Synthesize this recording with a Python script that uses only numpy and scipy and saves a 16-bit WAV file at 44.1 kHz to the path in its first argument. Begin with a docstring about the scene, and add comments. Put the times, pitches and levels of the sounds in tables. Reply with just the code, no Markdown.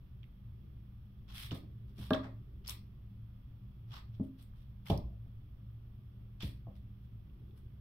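"""A cat bats a small limp object about on a concrete floor at night, between a wooden cabinet and a door.
Paws and fur scuff up grains of grit and claws tick; object and paws set the wood ringing and thump the
floor, which booms in the room's air modes. A short room tail follows the scuffs, ticks and knocks.
Underneath, outside rumble hums in the same modes; a two-port phone microphone colours it all and hisses."""
import sys
import numpy as np
from scipy import signal
from scipy.fft import rfft, irfft, next_fast_len
from scipy.io import wavfile

SR = 44100
rng = np.random.default_rng(int(sys.argv[2]) if len(sys.argv) > 2 else 0)


def put_to_file(sound):
    """Save the sound as 16-bit audio at rate SR, in the file named by the first command-line argument."""
    columns = np.atleast_2d(sound).T  # one column per channel
    safe = np.clip(columns, -1, 1)
    whole_steps = np.round(safe * 32767)
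    wavfile.write(sys.argv[1], SR, whole_steps.astype(np.int16))


N = 344272

# scuffs on concrete: t/s, rise/s, hold/s, fall/s, grit level before trim/dB, hiss re grit/dB,
# drag re grit/dB
PAW_SCUFFS = [(1.271, 0.015, 0.034, 0.068, -61.5, -11, -4), (1.313, 0.045, 0.092, 0.079, -51, -3.5, -13.5),
              (1.507, 0.0094, 0.0078, 0.021, -50, -13, 2), (1.531, 0.017, 0.012, 0.049, -56.5, -3.5, -12),
              (1.862, 0.023, 0.011, 0.1, -76.5, -6, -1), (1.95, 0.037, 0.059, 0.18, -59, -4, -4),
              (2.137, 0.0075, 0.0033, 0.018, -49.5, -35, 13), (2.222, 0.017, 0.0055, 0.054, -63, -32, 13.5),
              (2.635, 0.013, 0.029, 0.022, -62, -19, -9), (2.661, 0.028, 0.017, 0.026, -49.5, 2.5, -5.5),
              (2.707, 0.013, 0.0083, 0.031, -57.5, -15, -15), (3.874, 0.058, 0.046, 0.044, -56, -10.5, 1),
              (4.119, 0.026, .005, 0.035, -70.5, -20, -13.5), (4.219, 0.015, 0.0091, 0.07, -76.5, 1.5, -18),
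              (4.368, 0.021, .015, 0.049, -68, -5, -4), (4.405, .022, .005, 0.022, -73.5, 7, -9),
              (4.543, .015, 0.07, 0.07, -79, -6, -14), (4.847, 0.016, 0.043, 0.015, -57, -5, 0),
              (4.897, 0.0027, .005, 0.084, -48.5, -8, -9), (6.396, 0.011, 0.028, 0.019, -50, -19, -6.5),
              (6.42, 0.0043, 0.048, 0.11, -59.5, -2.5, -19), (6.744, 0.01, .015, .03, -73.5, -6, -10),
              (7.017, 0.0093, 0.033, .02, -84, -4, -5), (7.549, 0.026, .005, 0.043, -73.5, 1, -1)]
# claw ticks: t/s, ring peak/dB, f/Hz, treble re ring/dB, left minus right/dB
CLAW_TICKS = [(0.23, -56.5, 2770, -30, -3), (0.239, -62, 2380, -30, -16), (1.509, -40.5, 2970, -20, -8),
              (2.105, -37.5, 3300, -11, -5.5), (2.133, -29, 3320, -17, -6.5), (2.652, -69, 2940, -13, 0),
              (2.67, -45.5, 5500, -13, 10), (2.677, -36, 5300, 2.5, -0.5), (2.694, -33, 6160, -18, 4),
              (2.704, -41, 3700, 5, -4), (3.917, -55.5, 2980, -18, -1), (4.534, -60, 1200, -30, -3),
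              (4.865, -48, 2260, -21, 4), (4.9, -38, 3400, -5, -9.5), (4.975, -45, 5200, -3.5, -2.5),
              (6.404, -51, 3000, -7, -1), (6.424, -42, 2900, -9, 3), (7.297, -70, 2580, -23, -7),
              (7.508, -74, 3100, -20, -7)]
# hits on cabinet, door and floor: t/s, peak/dB, tilt/(dB per octave); negative tilt is a softer hit
CABINET_HITS = [(1.513, -40, -10), (2.107, -19, -.3), (6.432, -44, -10), (4.198, -27, -13)]
DOOR_HITS = [(1.515, -33, -8.5), (1.55, -44.5, -2), (1.634, -47, -9), (1.985, -41, -7.5),
             (2.25, -43.5, -0.5), (4.198, -55, 9.5), (4.9, -22, -0.5), (4.93, -39, -21),
             (4.975, -40.5, -15.5), (5.125, -56, -6), (5.26, -55.5, -7.5), (6.432, -37.5, -10),
             (6.668, -45, -1)]
FLOOR_HITS = [(1.53, -44, 7), (2.0, -34.5, 5.5), (4.9, -27.5, 2.7), (5.02, -38, -11), (6.432, -34.5, -0.5)]
# how cabinet, door and room air ring when hit: f/Hz, relative level/dB, t60/s
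CABINET_MODES = [(198, -3, .1), (232, -2.5, .07), (264, -3, .4), (630, -4, .27), (330, -12, .12),
                 (425, -8, .15), (510, -12, .08), (775, -14, .15), (1180, -10, .05), (1362, -14, .06),
                 (1620, -9, .06)]
DOOR_MODES = [(170.4, 0.5, 0.071), (273.5, 5, 0.034), (306, 7.5, 0.026), (421, -0.5, 0.027),
              (499, -14, 0.19), (568, -7, 0.047), (677, -3, 0.11), (802, -2.5, 0.036), (1046, -9.5, 0.02),
              (1284, -29, 0.13)]
ROOM_MODES = [(41, -7.5, 0.087), (57.96, -0.5, 1), (67.4, 5.5, 0.18), (88, -3, .2), (111.16, -4, 0.65),
              (121.7, -15.5, 1), (196.03, -14.5, 0.77)]
# decay of the room tail: f/Hz, t60/s
TAIL_DECAY = [(100, .4), (500, .33), (3000, .28), (8000, .22), (15000, .22)]
# rumble in each room mode: relative level/dB
RUMBLE_MODE_MIX = [-13, -7, 0.5, -10.5, 4, -5.5, -9]
# tone of the deep rumble, the upper rumble and the air with its hiss: f/Hz, relative density/dB
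DEEP_SPECTRUM = [(12, -43), (22, -15), (40, 0.5), (70, 4.5), (140, -4), (200, -7.5), (300, -56.5)]
UPPER_SPECTRUM = [(140, -22), (180, -15.5), (270, -3), (370, 2.5), (500, -12.5), (800, -46)]
AIR_SPECTRUM = [(300, -24.5), (500, 7), (800, 1.5), (1150, 0), (1600, -3.5), (2500, -5), (3300, -7.5),
                (5000, -12.5), (7500, -27), (10000, -37), (11000, -15.5), (14000, -9), (17000, -16)]
# fader ride on the upper rumble: t/s, level/dB
UPPER_RIDE = [(0, -77), (.5, -79), (.65, -69.5), (1, -79.5), (1.5, -74), (2.6, -70.5), (3.45, -82),
              (3.8, -75.5), (4.6, -80.5), (5.8, -77), (6.2, -75.5), (7.2, -77), (7.5, -68), (7.81, -78.5)]
# where the air and hiss lean: f/Hz, left minus right/dB
AIR_PAN = [(500, -3.5), (1500, -8), (2500, -6), (4000, -3), (8000, 8.5), (12000, 4.5)]
# stereo image of the beds and the tail: f/Hz, left-right correlation
STEREO_CORRELATION = [(30, 0.99), (130, 0.99), (290, 0.77), (640, 0.19), (1400, 0.035), (3000, 0.01)]
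# peaks and dips of the microphone ports, left then right: f/Hz, width/Hz, gain/dB
PORT_EQ = ([(1200, 250, 4), (3050, 500, 5), (5500, 500, 5), (6700, 1200, -5), (11000, 6000, 3)],
           [(1200, 250, 4), (2700, 300, 3), (3350, 450, 10), (5500, 500, 6), (6800, 900, -14),
           (11000, 6000, -2)])


def paw_scuffs():
    """Dense grit grains of uneven size, clumped as the paw slips and sticks; scuffs rise, hold, fall."""
    swing_db, grains_per_s, trim_db = 29.5, 7000, -3
    grit_gain, hiss_gain, drag_gain = np.zeros((3, N))
    for s, rise, hold, fall, db, hiss_db, drag_db in PAW_SCUFFS:
        corners = s + np.cumsum([0, rise, hold, fall])
        at = np.arange(round(s * SR), min(round(corners[-1] * SR), N))
        level = amp(db + swing_db * np.interp(at / SR, corners, [-1, 0, 0, -1]))
        grit_gain[at] += level
        hiss_gain[at] += level * amp(hiss_db)
        drag_gain[at] += level * amp(drag_db)
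    clumps = amp(2.5 * rms_one(band(rng.standard_normal(N), 20, 150)))
    sizes = amp(2.5 * np.minimum(rng.exponential(1, (2, N)), 4))
    triggers = rng.random((2, N)) < grains_per_s / SR
    grains = triggers * sizes * rng.choice([-1, 1], (2, N)) * clumps
    grit = grit_gain * rms_one(band(grains, 1470, 4530))
    hiss = hiss_gain * rms_one(band(grains, 7600, 14000))
    drag = drag_gain * rms_one(band(grains, 740, 1950))
    return amp(trim_db) * (grit + hiss + drag)


def claw_ticks():
    """A claw tip lands: a short ring and a burst of treble a few milliseconds long."""
    size, t60_s, attack_samples = 2000, .018, 60
    out = np.zeros((2, N + size))
    envelope = amp(-60 * np.arange(size) / SR / t60_s) * np.clip(np.arange(size) / attack_samples, 0, 1)
    for s, db, hz, treble_db, pan_db in CLAW_TICKS:
        burst = rng.standard_normal((2, size)) * envelope
        tone = peak_one(band(burst, hz / 1.21, hz * 1.21))
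        snap = amp(treble_db) * peak_one(band(burst, 7000, 14000))
        at = round(s * SR)
        out[:, at:at + size] += amp(db + pan_db * np.array([[.5], [-.5]])) * (tone + snap)
    return out[:, :N]


def struck(hits, modes, pivot_hz, spread_db):
    """Hits ring every mode, soft ones starving the top. Gives the full ring and its attack, both mono."""
    size, attack_t60_s = SR * 5 // 8, 0.064
    out = np.zeros((2, N + SR))
    scatter_db = rng.normal(0, spread_db, (len(hits), len(modes)))
    click = signal.unit_impulse(size)
    # neighbouring modes swing in opposite polarity
    rings = [-(-1) ** k * ring(click, hz, t60) for k, (hz, _, t60) in enumerate(modes)]
    attack_fade = amp(-60 * np.arange(size) / SR / attack_t60_s)
    for (s, peak_db, tilt), offsets_db in zip(hits, scatter_db):
        body = sum(amp(db + tilt * np.log2(hz / pivot_hz) + offset_db) * tone
                   for (hz, db, _), offset_db, tone in zip(modes, offsets_db, rings))
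        contact_hz = 10 * pivot_hz * amp(min(tilt, 0))  # a softer contact lasts longer and sounds duller
        pole = np.exp(-2 * np.pi * contact_hz / SR)
        body = amp(peak_db) * peak_one(signal.lfilter([1], [1, -2 * pole, pole * pole], body))
        at = round(s * SR)
        out[:, at:at + size] += [body, body * attack_fade]
    return out[:, :N]


def cabinet_knocks():
    """Object or paw knocks the cabinet, and its wood rings low and hollow."""
    return struck(CABINET_HITS, CABINET_MODES, pivot_hz=260, spread_db=1.0)


def door_knocks():
    """Blows on the door: a drier knock, its strongest modes dying fast."""
    return struck(DOOR_HITS, DOOR_MODES, pivot_hz=400, spread_db=2.5)


def floor_thumps():
    """Weight landing on the floor sets the room's air modes booming."""
    return struck(FLOOR_HITS, ROOM_MODES, pivot_hz=90, spread_db=1.5)[0]


def room_tail(send):
    """Diffuse reverb: noise that dies octave by octave, fading in from the first reflection."""
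    size, predelay_s, fade_in_s = SR // 2, 0.0059, 0.0033
    t = np.arange(size) / SR
    white = irfft(stereo_noise(size)[1], size)
    tail = sum(band(white, hz / np.sqrt(2), hz * np.sqrt(2)) * amp(-60 * t / at_hz(TAIL_DECAY, hz))
               for hz in 125 * 2. ** np.arange(8))
    tail *= np.clip((t - predelay_s) / fade_in_s, 0, 1)
    tail /= np.sqrt(np.sum(tail ** 2) / 2)
    return signal.fftconvolve(send, tail, axes=1)[:, :N]


def outside_rumble():
    """Low bed from outside: steady noise humming in the air modes, a broad floor, a drifting upper band."""
    deep_db, broad_re_hum_db = -49.5, -8
    drive = coloured([(20, -2.5), (300, 1.5), (400, -32)])
    hum = sum(amp(db) * rms_one(ring(drive, hz, t60))
              for (hz, _, t60), db in zip(ROOM_MODES, RUMBLE_MODE_MIX))
    deep = rms_one(rms_one(hum) + amp(broad_re_hum_db) * coloured(DEEP_SPECTRUM))
    upper_db = np.interp(np.arange(N) / SR, *np.transpose(UPPER_RIDE))
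    return amp(deep_db) * deep + amp(upper_db) * coloured(UPPER_SPECTRUM)


def air_and_hiss():
    """Faint steady room air and microphone hiss, mids leaning right and highs left."""
    return amp(-77.5) * coloured(AIR_SPECTRUM, AIR_PAN)


def coloured(spectrum, pan=((20, 0), (20000, 0))):
    """Steady stereo noise of a given spectrum and pan, rms 1."""
    size = next_fast_len(N)
    hz, pair = stereo_noise(size)
    level_db = at_hz(spectrum, hz) + at_hz(pan, hz) * [[.5], [-.5]]
    return rms_one(irfft(pair * amp(level_db), size)[:, :N])


def stereo_noise(size):
    """Frequencies and spectra of two white noises, centred in the bass, wide in the treble."""
    hz = np.fft.rfftfreq(size, 1 / SR)
    mid, side = rfft(rng.standard_normal((2, size)))
    alike = at_hz(STEREO_CORRELATION, hz)
    return hz, np.sqrt((1 + alike) / 2) * mid + np.sqrt((1 - alike) / 2) * side * [[1], [-1]]


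def ring(x, hz, t60):
    """One resonant mode: a click sets a dying sine ringing."""
    r, w = amp(-60 / (t60 * SR)), 2 * np.pi * hz / SR
    return signal.lfilter([0, np.sin(w)], [1, -2 * r * np.cos(w), r * r], x + 1e-18)


def band(x, low_hz, high_hz):
    """Band-pass."""
    sos = signal.butter(2, [low_hz, min(high_hz, .45 * SR)], "band", fs=SR, output="sos")
    return signal.sosfilt(sos, x + 1e-18)


def at_hz(points, hz):
    """Read a curve on a log-frequency axis."""
    corners_hz, values = np.transpose(points)
    return np.interp(np.log(np.maximum(hz, 1)), np.log(corners_hz), values)


def amp(db):
    """Decibels to gain."""
    return 10 ** (np.asarray(db) / 20)


def rms_one(x):
    """Scale to unit rms."""
    return x / np.sqrt(np.mean(x ** 2) + 1e-20)


def peak_one(x):
    """Scale each channel to unit peak."""
    return x / np.abs(x).max(-1, keepdims=True)


def scene():
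    """The mix: the cat's play up close, its room tail behind, rumble and air underneath."""
    cabinet, cabinet_attack = cabinet_knocks()
    door, door_attack = door_knocks()
    hits = (cabinet + door + floor_thumps()) * amp([[-.15], [.15]])  # a hair to the right
    paws, claws = paw_scuffs(), claw_ticks()
    # the loud start of a knock is what fills the room
    send = amp(3) * cabinet_attack + amp(6) * door_attack + amp(-8) * claws + amp(-3) * paws
    return paws + claws + hits + room_tail(send) + outside_rumble() + air_and_hiss()


def record(dry):
    """Each microphone port adds its own peaks and notch; a steep low-pass cuts the top."""
    cutoff_hz = 15780
    channels = []
    for x, bells in zip(dry, PORT_EQ):
        for hz, width_hz, db in bells:
            gain, width = amp(db / 2), np.tan(np.pi * width_hz / SR)
            centre = -2 * np.cos(2 * np.pi * hz / SR)
            x = signal.lfilter([1 + width * gain, centre, 1 - width * gain],
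                               [1 + width / gain, centre, 1 - width / gain], x)
        channels.append(x)
    return signal.sosfilt(signal.ellip(12, .3, 70, cutoff_hz, fs=SR, output="sos"), np.array(channels))


dry = scene()
out = record(dry)
put_to_file(out)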